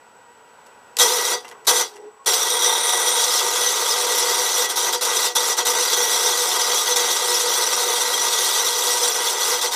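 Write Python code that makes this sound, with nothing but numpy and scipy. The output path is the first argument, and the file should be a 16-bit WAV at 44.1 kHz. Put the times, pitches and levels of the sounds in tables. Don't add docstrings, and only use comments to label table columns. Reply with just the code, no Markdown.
import sys
import numpy as np
from scipy import signal
from scipy.fft import rfft, irfft
from scipy.io import wavfile
from scipy.ndimage import uniform_filter1d, map_coordinates

SR = 44100
rng = np.random.default_rng(int(sys.argv[2]) if len(sys.argv) > 2 else 0)


def persist_wave(psi):
    counts = np.round(np.clip(psi, -1, 1) * 32767).astype(np.int16)
    wavfile.write(sys.argv[1], SR, np.atleast_2d(counts).T)


N = 429975
T = np.arange(N) / SR

# f/Hz, density/dB
GARDEN_SPECTRUM = [(25, -33.5), (60, -18), (130, -11.5), (170, -14), (240, -6), (320, -12), (470, 1.5),
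                   (620, -5.5), (900, 2), (1130, -6), (1500, -1.5), (1830, -15), (2600, -12.5), (4000, -21),
                   (6500, -22.5), (11000, -31.5), (15000, -33)]
# t/s, level/dB
GARDEN_LEVEL = [(0, -50.5), (.85, -49), (1.5, -48.5), (2.2, -54), (2.5, -54)]
# f/Hz, rms level/dB
TRILL_TONES = [(7838, -62.5), (7897, -75)]
# t/s, level/dB, share that knocks the metal/0-1, length/s
TICKS = [(0.663, -44, 0.2, 0.0068), (0.968, -21, 0.15, 0.007), (1.446, -38.5, 1, 0.017),
         (1.48, -38, .03, 0.012), (1.513, -40, 0.85, 0.011), (1.648, -38, 0.3, 0.018),
         (1.939, -51, 0.3, 0.0088), (1.957, -44, .5, 0.024), (2.246, -46, 0.1, 0.0065)]
# f/Hz, width/Hz, relative level/dB
DRIVE_MODES = [(2040, 35, 2), (2350, 180, -7), (2770, 200, -2), (3150, 120, -10), (5600, 25, -6)]
# made t/s, broken t/s, starting surge re running level/dB,
# surge length/s, running level re steady cranking/dB
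CONTACTS = [ (0.985, 1.335, 9.5, .06, -0.5), (1.669, 1.82, 9, .045, 0.5), (2.26, 4.660, 6, .05, 0),
            (4.689, 4.727, 2, .02, -2), (4.757, 4.894, 2, .03, 0), (4.923, 4.953, 6, .02, -1),
            (5.009, 5.272, 3, .02, 0.5), (5.351, 5.529, 4.5, .03, -0.5), (5.567, 5.6, -3.5, .02, 3),
            (5.65, 6.927, 2, .06, 0.5), (6.957, 9.584, 2.5, .04, 0), (9.61, 9.666, -1.5, .02, 2),
            (9.709, 9.750, -3, .02, 1.5), ]
# f/Hz, width/Hz, relative level/dB
FRAME_MODES = [(253.8, 6.9, -23), (362.6, 9.6, -11), (413, 4.5, -17), (448.4, 8.6, -4.5), (488.7, 9.9, 2.5),
               (567, 13, -18), (733.3, 8.2, -5.5), (908, 31, -3.5), (954.5, 22.5, -3), (1120, 160, -15),
               (1222, 37.5, -7.5), (1942, 17, -2), (2046, 61, -11)]
# f/Hz, relative level/dB
FRAME_CLACK = [(100, -76), (200, -41), (320, -36), (380, -11.5), (620, -17), (800, -14.5), (1400, -13),
               (1580, -11.5), (1730, -25.5), (1860, -51), (2100, -20.5), (2600, -20.5), (3200, -44.5)]
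# f/Hz, width/Hz, relative level/dB
GEAR_MODES = [(3260, 22, -4), (3390, 24.6, 0.5), (3603, 22, -3.5), (3790, 69, -4.5), (4053, 96, -8.5),
              (4300, 26, -7.5), (4738, 12, -2), (5204, 50, -3), (5665, 27, 2), (5810, 49, -1),
              (5965, 39, -2), (6060, 32, 0.5), (6330, 12.4, -1), (6420, 90, -6.5), (6900, 41, -6.5),
              (7380, 85, -7), (8040, 46, -8.5), (7900, 43, -24), (7680, 29, -5), (8000, 17, -6),
              (8480, 42, -5.5), (8980, 50, -4.5), (9500, 140, -10), (10420, 100, -11.5), (12400, 530, -17),
              (14280, 170, -13.5)]
# f/Hz, relative level/dB
GEAR_CLACK = [(2000, -56), (2600, -19.5), (3500, -14.5), (4500, -14), (6000, -18), (8000, -21),
              (11200, -18.5), (12200, -24.5), (13600, -27.5), (15100, -28.5)]
# f/Hz, width/Hz, relative level/dB
COAST_MODES = [(365, 25, -9), (424, 12, -2), (824, 18, 1), (1095, 22, -3), (1410, 50, -13), (1965, 25, -9),
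               (5790, 30, -13)]
# t/s, gear ring level/dB, frame clatter level/dB
SNAGS = [(2.342, 3.5, 3), (2.94, 0.5, 5), (3.335, 0.5, 1), (6.415, 1, -4), (7.58, 2.5, 5), (7.735, 1.5, 2),
         (8.18, 0.5, 2), (8.3, 1, 0)]
# f/Hz, width/Hz, relative level/dB
SQUEAL_MODES = [(3330, 20, -1), (3620, 22, 0), (3860, 50, -3), (5860, 140, -5), (7660, 25, -8),
                (8550, 18, 0), (8930, 45, -3), (10400, 65, -7), (12700, 30, -11), (13600, 30, -16),
                (14400, 30, -16)]
# t/s, share/0-1
SQUEAL_SHARE = [(2.38, 0), (2.5, .45), (2.75, .55), (3.12, .45), (3.32, 0)]

TRILL_RATE, TRILL_TICK_S, TRILL_TICK_DB = 60, .0015, -70
BLOWS_PER_S = 1500
GEAR_BLOW_DB, FRAME_BLOW_DB = -22, -24
FRAME_SURGE_SHARE, FRAME_SAG_DB_PER_S, HARDNESS_SAG_DB_PER_S = 0.92, 0.1036, 0.11
BITE_S, BITE_HARD_DB, BITE_HARD_S = 0.013, 4, .012
EASE_SOFT_DB, EASE_S = 3, 0.012
GEAR_SWING_DB, FRAME_SWING_DB, HARDNESS_SWING_DB, SWING_RATE = 1.0, 0.76, 1, 26
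SNAG_S = 0.011
FRAME_FADE_DB_PER_S, GEAR_FADE_DB_PER_S, TREBLE_FADE_DB_PER_S = 310, 260, 170
LOBE_DEPTH_DB, LOBE_WIDTH_HZ, LOBE_RATE, LOBE_SLIDE_HZ_PER_S = 2.9, 240, 58, 5000
RIM_SWAY_S, RIM_SWAY_RATE = .0001, 26
MIC_TOP_HZ = 15300


def undb(db):
    return 10 ** (np.asarray(db) / 20)


def unit(x):
    return x / np.sqrt(np.mean(x ** 2))


def curve(rows):
    s, *columns = np.transpose(rows)
    return [np.interp(T, s, c) for c in columns]


def wander(rate):
    return 1.2 * np.interp(T * min(rate, 400), np.arange(4096), rng.standard_normal(4096))


def fall(age, length_s):
    return np.exp(-np.clip(age / length_s, 0, 20))


def resonate(x, hz, width):
    return signal.lfilter(*signal.iirpeak(hz, hz / max(width, 4), fs=SR), x + 1e-18)


def colour(x, points, size=2048):
    hz, db = np.transpose(points)
    bin_hz = np.arange(size // 2 + 1) * SR / size
    gain = undb(np.interp(np.log(bin_hz + 1), np.log(hz), db))
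    cepstrum = irfft(np.log(gain))
    cepstrum[1:size // 2] *= 2
    cepstrum[size // 2 + 1:] = 0
    impulse = irfft(np.exp(rfft(cepstrum)))
    return signal.oaconvolve(x, impulse)[:N]


def band(x, lo_hz, hi_hz, order=4):
    return signal.sosfilt(signal.butter(order, [lo_hz, hi_hz], "band", fs=SR, output="sos"), x + 1e-18)


def ring(blows, modes, drift_db, drift_rate):
    out, spot = 0, rng.choice([-1., 1.], N)
    for hz, width, db in modes:
        sign = np.roll(spot, rng.integers(N))
        weight = sign * undb(db + drift_db * wander(drift_rate))
        out = out + resonate(blows * weight, hz, width)
    return out


def garden():
    level_db, = curve(GARDEN_LEVEL)
    air = unit(colour(rng.standard_normal(N), GARDEN_SPECTRUM, size=8192)) * undb(0.47 * wander(23))
    phase = 2 * np.pi * np.cumsum(964 + 14 * wander(90)) / SR
    drone_tones = undb(-4.0) * np.sin(phase) + undb(-12.5) * np.sin(2 * phase)
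    drone = undb(1.4 * wander(20)) * drone_tones
    clock = T + np.cumsum(.0012 * wander(25)) / SR
    trill = np.sqrt(2) * sum(undb(db) * np.sin(2 * np.pi * hz * clock) for hz, db in TRILL_TONES)
    pulse = fall(T % (1 / TRILL_RATE), TRILL_TICK_S)
    trill_ticks = undb(TRILL_TICK_DB) * unit(band(pulse * rng.standard_normal(N), 7780, 7940, order=1))
    whine = undb(-86) * np.sin(2 * np.pi * 14987 * T)
    return (air + drone) * undb(level_db) + trill + trill_ticks + whine


def ticks():
    crackle = unit(rng.standard_normal(N) * undb(5 * wander(400)))
    direct, knocks = np.zeros(N), np.zeros(N)
    for s, db, share, length in TICKS:
        burst = crackle * (T >= s) * undb(db) * fall(T - s, length)
        direct += burst * (1 - np.clip(share, 0, 1))
        knocks += burst * np.clip(share, 0, 1)
    drive = sum(undb(db) * resonate(knocks, hz, width) for hz, width, db in DRIVE_MODES)
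    return undb(5) * band(direct, 2200, 9300, order=2) + undb(18.0) * drive, knocks


def contact():
    run_db, surge_db, touch_db, idle, bite = np.zeros((5, N))
    for made, broken, start_db, surge_s, steady_db in CONTACTS:
        after = slice(np.searchsorted(T, made), None)
        age, left = T[after] - made, broken - T[after]
        run_db[after] = steady_db
        surge_db[after] = start_db * np.exp(-np.minimum(age / surge_s, 10) ** 2)
        touch_db[after] = BITE_HARD_DB * fall(age, BITE_HARD_S) - EASE_SOFT_DB * fall(left, EASE_S)
        idle[after] = np.maximum(-left, 0)
        bite[after] = np.interp(age, [0, BITE_S], [.4, 1])
    snag_gear_db, snag_frame_db = snags()
    gear_db = GEAR_BLOW_DB + run_db + surge_db + snag_gear_db + GEAR_SWING_DB * wander(SWING_RATE)
    frame_db = (FRAME_BLOW_DB + run_db + FRAME_SURGE_SHARE * surge_db + snag_frame_db
                - FRAME_SAG_DB_PER_S * T + FRAME_SWING_DB * wander(SWING_RATE))
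    hardness_db = touch_db - HARDNESS_SAG_DB_PER_S * T + HARDNESS_SWING_DB * wander(SWING_RATE)
    return gear_db, frame_db, hardness_db, idle, bite


def jolts():
    ages = [np.maximum(T - made, 0) for made, *_ in CONTACTS[:3]]
    return undb(-53) * sum(np.sin(2 * np.pi * 42 * age) * np.exp(-age / .018) for age in ages)


def tooth_blows():
    hit = rng.random(N) < BLOWS_PER_S / SR
    blows = unit(hit * rng.choice([-1., 1.], N))
    scrape = undb(-5.5) * rng.standard_normal(N)
    return unit((blows + scrape) * undb(0.28 * wander(380)))


def frame(push):
    modes = ring(push, FRAME_MODES, drift_db=0.5, drift_rate=14)
    clatter = colour(push, FRAME_CLACK) + undb(0.92) * modes
    return band(clatter, 160, 6900, order=4) * undb(19.0)


def harden(push, hardness_db):
    soft = signal.sosfiltfilt(signal.butter(3, 7000, fs=SR, output="sos"), push + 1e-18)
    return soft + (push - soft) * undb(np.minimum(hardness_db, 6.5))


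def bend(x, turning):
    sway = uniform_filter1d(wander(RIM_SWAY_RATE), SR // RIM_SWAY_RATE)
    delay = RIM_SWAY_S * turning * sway
    return map_coordinates(x, [(T - delay) * SR], order=3)


def lobes(x, depth_db, size=512):
    hz, s, spectrum = signal.stft(x, SR, nperseg=size, noverlap=size * 3 // 4)
    sliding_hz = hz[:, None] - LOBE_SLIDE_HZ_PER_S * s
    place = np.broadcast_arrays(sliding_hz / LOBE_WIDTH_HZ, s * LOBE_RATE)
    pattern = map_coordinates(rng.standard_normal((size, size)), place, order=2, mode="grid-wrap")
    gain = undb(pattern * np.interp(s, T, depth_db))
    return signal.istft(spectrum * gain, SR, nperseg=size, noverlap=size * 3 // 4)[1][:N]


def gears(push):
    share, = curve(SQUEAL_SHARE)
    turning = 1 - share / share.max()
    modes = ring(push * np.sqrt(1 - share), GEAR_MODES, drift_db=1.58, drift_rate=42)
    screech = bend(modes, turning) * undb(-1.5)
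    clack = colour(push * (1 - .5 * share), GEAR_CLACK)
    rasp = lobes(screech + clack, LOBE_DEPTH_DB * turning)
    squeal = ring(push * np.sqrt(share), SQUEAL_MODES, drift_db=2.0, drift_rate=12) * undb(5)
    bassless = signal.butter(2, 900, "high", fs=SR, output="sos")
    return signal.sosfilt(bassless, rasp + squeal) * undb(16.0)


def coasting(idle):
    whir = unit(ring(rng.standard_normal(N), COAST_MODES, drift_db=6.5, drift_rate=9.2))
    hum = unit(band(rng.standard_normal(N), 412, 442, order=2))
    running_down = undb(-37 - 52 * idle) * whir + undb(-53 - 12 * idle) * hum
    return band((idle > 0) * running_down, 250, 7000, order=2)


def snags():
    total_db = np.zeros((2, N))
    for s, gear_db, frame_db in SNAGS:
        swell = np.exp(-np.minimum(abs(T - s) / SNAG_S, 10) ** 2)
        total_db += np.outer([gear_db, frame_db], swell)
    return total_db


def scene():
    background = garden()
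    sparks, knocks = ticks()
    gear_db, frame_db, hardness_db, idle, bite = contact()
    blows = tooth_blows() * bite
    frame_push = blows * undb(frame_db - FRAME_FADE_DB_PER_S * idle)
    clatter = frame(frame_push + undb(7.0) * knocks)
    gear_push = blows * undb(gear_db - GEAR_FADE_DB_PER_S * idle)
    hard_push = harden(gear_push, hardness_db - TREBLE_FADE_DB_PER_S * idle)
    screech = gears(hard_push + undb(-8.5) * knocks)
    return (background + sparks + jolts() + clatter + screech + coasting(idle))[None]


def record(dry):
    thin = signal.sosfilt(signal.butter(1, 30, "high", fs=SR, output="sos"), dry)
    rounded = thin / (1 + (thin / .85) ** 6) ** (1 / 6)
    return signal.sosfilt(signal.ellip(12, .2, 70, MIC_TOP_HZ, fs=SR, output="sos"), rounded)


dry = scene()
out = record(dry)
persist_wave(out)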